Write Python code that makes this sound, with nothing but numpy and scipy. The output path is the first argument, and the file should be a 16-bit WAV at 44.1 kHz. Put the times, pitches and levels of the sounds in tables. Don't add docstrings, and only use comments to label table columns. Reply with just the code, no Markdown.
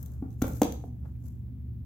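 import sys
import numpy as np
from scipy import signal
from scipy.fft import rfft, irfft, next_fast_len
from scipy.io import wavfile
from scipy.ndimage import map_coordinates

SR = 44100
rng = np.random.default_rng(int(sys.argv[2]) if len(sys.argv) > 2 else 0)


def transcribe(u):
    v = np.clip(np.atleast_2d(u).T, -1, 1)
    q = np.round(v * 32767).astype(np.int16)
    wavfile.write(sys.argv[1], SR, q)


N = 81585
EARS = np.array([[1], [-1]])


def amp(db):
    return 10 ** (np.asarray(db) / 20)


def unit(x):
    return x / np.sqrt(np.mean(x ** 2) + 1e-20)


def along(points, hz):
    f, v = np.transpose(points)
    return np.interp(np.log(hz + 1), np.log(f + 1), v)


def wobble(rate):
    return map_coordinates(rng.standard_normal(4096), [np.arange(N) * rate / SR + 2], mode="wrap")


def filtered(x, response):
    n = x.shape[-1]
    m = next_fast_len(n + 8192)
    return irfft(rfft(x, m) * response(np.fft.rfftfreq(m, 1 / SR)), m)[..., :n]


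def pan(db):
    return amp(EARS * db / 2)


def widen(pair, width):
    def balance(f):
        side_gain = amp(along(width, f))
        return np.array([np.ones_like(f), side_gain]) / np.hypot(1, side_gain)
    mid, side = filtered(pair, balance)
    return np.array([mid + side, mid - side])


def noise(colour):
    return unit(filtered(rng.standard_normal((2, N)), lambda f: amp(along(colour, f))))


def add(track, s, sound):
    i = max(0, round(s * SR))
    track[:, i:i + sound.shape[1]] += sound[:, :N - i]


def in_room(sound, pan_db, lead_s, send_db=0):
    decay = [(150, 0.64), (500, 0.38), (2500, 0.38), (7000, 0.37), (15000, 0.18)]
    colour = [(100, -1.5), (260, -8.5), (500, -3.5), (900, -2), (2000, -3.5), (3700, -1), (6500, -6.5),
              (14000, -2)]
    width = [(100, -25), (250, -14), (600, 0.5), (1300, 1.5), (10000, 1.5)]
    predelay_s, build_s = .0044, .0052
    wall_s, wall_db, wall_dull_hz = .034, -17, 1610
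    n = len(sound)
    hz, t, spectrum = signal.stft(rng.standard_normal((2, n)), SR, nperseg=256)
    spectrum = spectrum * amp(-60 * t / along(decay, hz)[:, None])
    tail = signal.istft(spectrum, SR, nperseg=256)[1][:, :n]
    tail *= np.clip((np.arange(n) / SR - predelay_s) / build_s, 0, 1)
    tail = widen(tail / np.linalg.norm(tail[0]), width)
    tail = filtered(tail, lambda f: amp(along(colour, f)))
    direct = filtered(sound, lambda f: pan(pan_db) * np.exp(1j * np.pi * f * lead_s * EARS))
    wall = filtered(sound, lambda f: np.exp(-2j * np.pi * f * wall_s) / (1 + 1j * f / wall_dull_hz))
    reverb = signal.fftconvolve(sound[None], tail, axes=1)[:, :n]
    return direct + amp(wall_db) * wall + amp(send_db) * reverb


def ventilation():
    tones = [(70.5, -38.5), (119, -41.5), (241, -52.5)]
    air_colour = [(25, -43.5), (45, -1.5), (75, 7), (100, 1), (170, -5), (255, -10), (330, -20),
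                  (500, -34.5), (1000, -45.5), (2500, -51.5), (6000, -61.5), (9000, -62), (13000, -52),
                  (16000, -51)]
    air_width = [(60, -9), (200, -14), (500, -2.5), (1500, 1.5), (12000, -2)]  # f/Hz, side level/dB
    waver, wander_rad, air_db = .22, .4, -41
    t = np.arange(N) / SR
    hum = np.zeros(N)
    for hz, db in tones:
        level = amp(db) * (1 + waver * wobble(11))
        hum += level * np.sin(2 * np.pi * hz * t + wander_rad * wobble(4.25))
    air = amp(air_db) * widen(noise(air_colour), air_width)
    return (hum + air) * pan(-.6)


def rustle(strokes, colour, grain_db, grains_per_s=240):
    t = np.arange(N) / SR
    level = sum(amp(db - 20 * np.maximum((s - t) / rise, (t - s) / fall))
                for s, db, rise, fall in strokes)
    grains = unit(noise(colour) * amp(grain_db * wobble(grains_per_s)))
    return level * grains


def cloth_slides():
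    strokes = [(.02, -59.5, 0.78, 0.25), (.33, -68, 0.048, 0.037), (.425, -51.5, 0.031, 0.31),
               (.555, -55, 0.11, 0.18), (.86, -69.5, 0.064, 0.031), (1.07, -76.5, 0.082, 0.21),
               (1.258, -61.5, 0.049, 0.12)]
    colour = [(500, 7.5), (1500, -5), (2500, -12.5), (4600, -10), (6800, 1.5), (9500, -7), (13000, 4),
              (16000, -5)]
    return rustle(strokes, colour, grain_db=3) * pan(4)


def paper_crumples():
    strokes = [(.15, -62, 0.72, 0.17), (1.056, -54, 0.038, 0.071), (1.24, -67, 0.031, 0.057),
               (1.49, -66.5, 0.035, 0.043), (1.59, -78, 0.045, 0.16)]
    colour = [(200, 9.5), (450, 8), (1000, 0), (1500, -5), (2500, -23), (5000, -27), (12000, -51)]
    return rustle(strokes, colour, grain_db=1.5) * pan(3.5)


def buckle_clicks():
    # t/s, relative level/dB, treble tilt/(dB per octave), left over right/dB
    clicks = [(0.0284, -38, 11, 27), (.0603, -39.5, 4.5, 24), (.083, -58, -9, -7), (0.1187, -44.5, 9, 13),
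              (.306, -50.5, -2.5, 14), (.3157, -55, 0, 14), (0.4196, -19.5, 2.5, 9.5), (0.4224, -22, 0, 17),
              (0.4421, -39, -1.5, 1), (.451, -40.5, 5.5, -2), (0.4664, -42, -9.5, 11),
              (.4803, -26, 11.5, 2), (0.511, -43, 9.5, -1), (0.5347, -34.5, 0.5, -0.5),
              (0.5604, -40.5, 8.5, 12), (.582, -42.5, 5, 5), (0.6168, -14.5, 4.5, 1.5),
              (0.6191, -14, 0, 5.5), (0.6322, -21, -7.5, 3), (.723, -25.5, 0.5, 10), (0.74, -40, 3.5, -2)]
    modes = [(3580, -23.5, 0.1), (3950, -20, 0.089), (4595, -17, .04), (6146, 1.5, .016),
             (6400, -6.5, 0.013), (6340, -31, .45), (7350, -9.5, 0.03), (8130, -10, 0.027),
             (12900, -1.5, .017), (13000, -6, 0.015), (14400, -3, 0.013), (15200, -2.5, 0.0096)]
    crack_colour = [(800, -13.5), (2600, -3), (3700, -1), (4700, -7), (6400, 6.5), (8000, -2), (9800, -5.5),
                    (13000, 6), (15500, -6)]
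    scatter_db, detune = 1.8, .005
    attack_s, crack_t60_s, tilt_pivot_hz, trim_db = .0002, .011, 8970, -18
    out, t = np.zeros((2, N)), np.arange(SR * 2 // 3) / SR
    for s, db, tilt_db, pan_db in clicks:
        ring = np.zeros(len(t))
        for hz, mode_db, t60 in modes:
            envelope = amp(mode_db + rng.normal(0, scatter_db) - 60 * t / t60)
            ring += envelope * np.sin(2 * np.pi * (hz * (1 + rng.normal(0, detune)) * t + rng.random()))
        crack_db = 8 + .22 * (db + 18)
        crack = noise(crack_colour)[0, :len(t)] * amp(crack_db - 60 * t / crack_t60_s)
        click = (ring + crack) * (1 - np.exp(-t / attack_s))
        click = filtered(click, lambda f: amp(tilt_db * np.log2(np.maximum(f / tilt_pivot_hz, .5))))
        add(out, s, in_room(amp(db + trim_db) * click, pan_db, lead_s=.000019))
    return out


def box_knocks():
    # t/s, level/dB, contact's upper edge/Hz, lower edge/Hz, pitch ratio,
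    # f favoured by the spot struck/Hz, relative thud level/dB, room send/dB
    blows = [(0.2241, -24, 277, 148, 0.93, 265, -11.5, -1.5), (.2255, -28, 950, 930, 1, 2340, -27.5, 4.5),
             (0.4185, -17.5, 2170, 800, .99, 1333, -9.5, 1.5),
             (0.4223, -18.5, 322, 119.6, 0.912, 257, 27.5, -2.5),
             (0.4418, -24.5, 1993, 278, 1.05, 497, -21.5, -0.5),
             (.4795, -30, 1700, 400, 1.04, 1370, -8, -2), (0.6172, -6, 1000, 219, 1.003, 592, -21.5, -5),
             (.6225, -14.5, 1540, 1000, 0.92, 1430, -27, 1.5),
             (.6315, -21.5, 914, 490, 1.05, 500, -21, -10.5), (.8396, -25, 648, 585, 0.943, 726, -19, -3.5),
             (1.055, -46, 1640, 450, 1.09, 481, -15, -4.5), (1.155, -49.5, 3060, 1770, 1.054, 830, -23, -4)]
    modes = [(275.4, 8.5, 0.03), (485.2, 4.5, 0.017), (598, -3.5, .012), (736.5, -1.5, 0.017),
             (903, -25.5, 0.01), (1140, -8, 0.014), (1365, -12, 0.018), (1760, -9.5, 0.0064),
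             (2260, -15, 0.025)]
    spot_db, spot_octaves = 6, .14
    scuff_db, scuff_t60_s = -9, .01
    out, t = np.zeros((2, N)), np.arange(SR * 2 // 3) / SR

    def mode(hz, db, t60):
        return -amp(db - 60 * t / t60) * np.sin(2 * np.pi * hz * t) * (1 - np.exp(-t * hz))

    for s, db, upper_hz, lower_hz, pitch, spot_hz, thud_db, send_db in blows:
        contact = lambda f: 1 / np.hypot(1, (f / upper_hz) ** 4) / np.hypot(1, (lower_hz / (f + 1)) ** 2)
        spot = lambda f: amp(spot_db * np.exp(-(np.log2(f / spot_hz) / spot_octaves) ** 2))
        ring = sum(contact(hz) * spot(hz * pitch) * mode(hz * pitch, mode_db, t60)
                   for hz, mode_db, t60 in modes)
        scuff = filtered(rng.standard_normal(len(t)), contact) * amp(scuff_db - 60 * t / scuff_t60_s)
        thud = mode(hz=145, db=thud_db, t60=.0091)
        knock = amp(db) * (ring + scuff + thud)
        add(out, s, in_room(knock, pan_db=0, lead_s=.00005, send_db=send_db))
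    return out


def scene():
    return ventilation() + cloth_slides() + paper_crumples() + buckle_clicks() + box_knocks()


def record(dry):
    low_cut_hz, top_hz = 28.7, 16350
    dry = filtered(dry, lambda f: (1j * f / (low_cut_hz + 1j * f)) ** 2)
    return filtered(dry, lambda f: 1 / np.sqrt(1 + (f / top_hz) ** 160))


dry = scene()
out = record(dry)
transcribe(out)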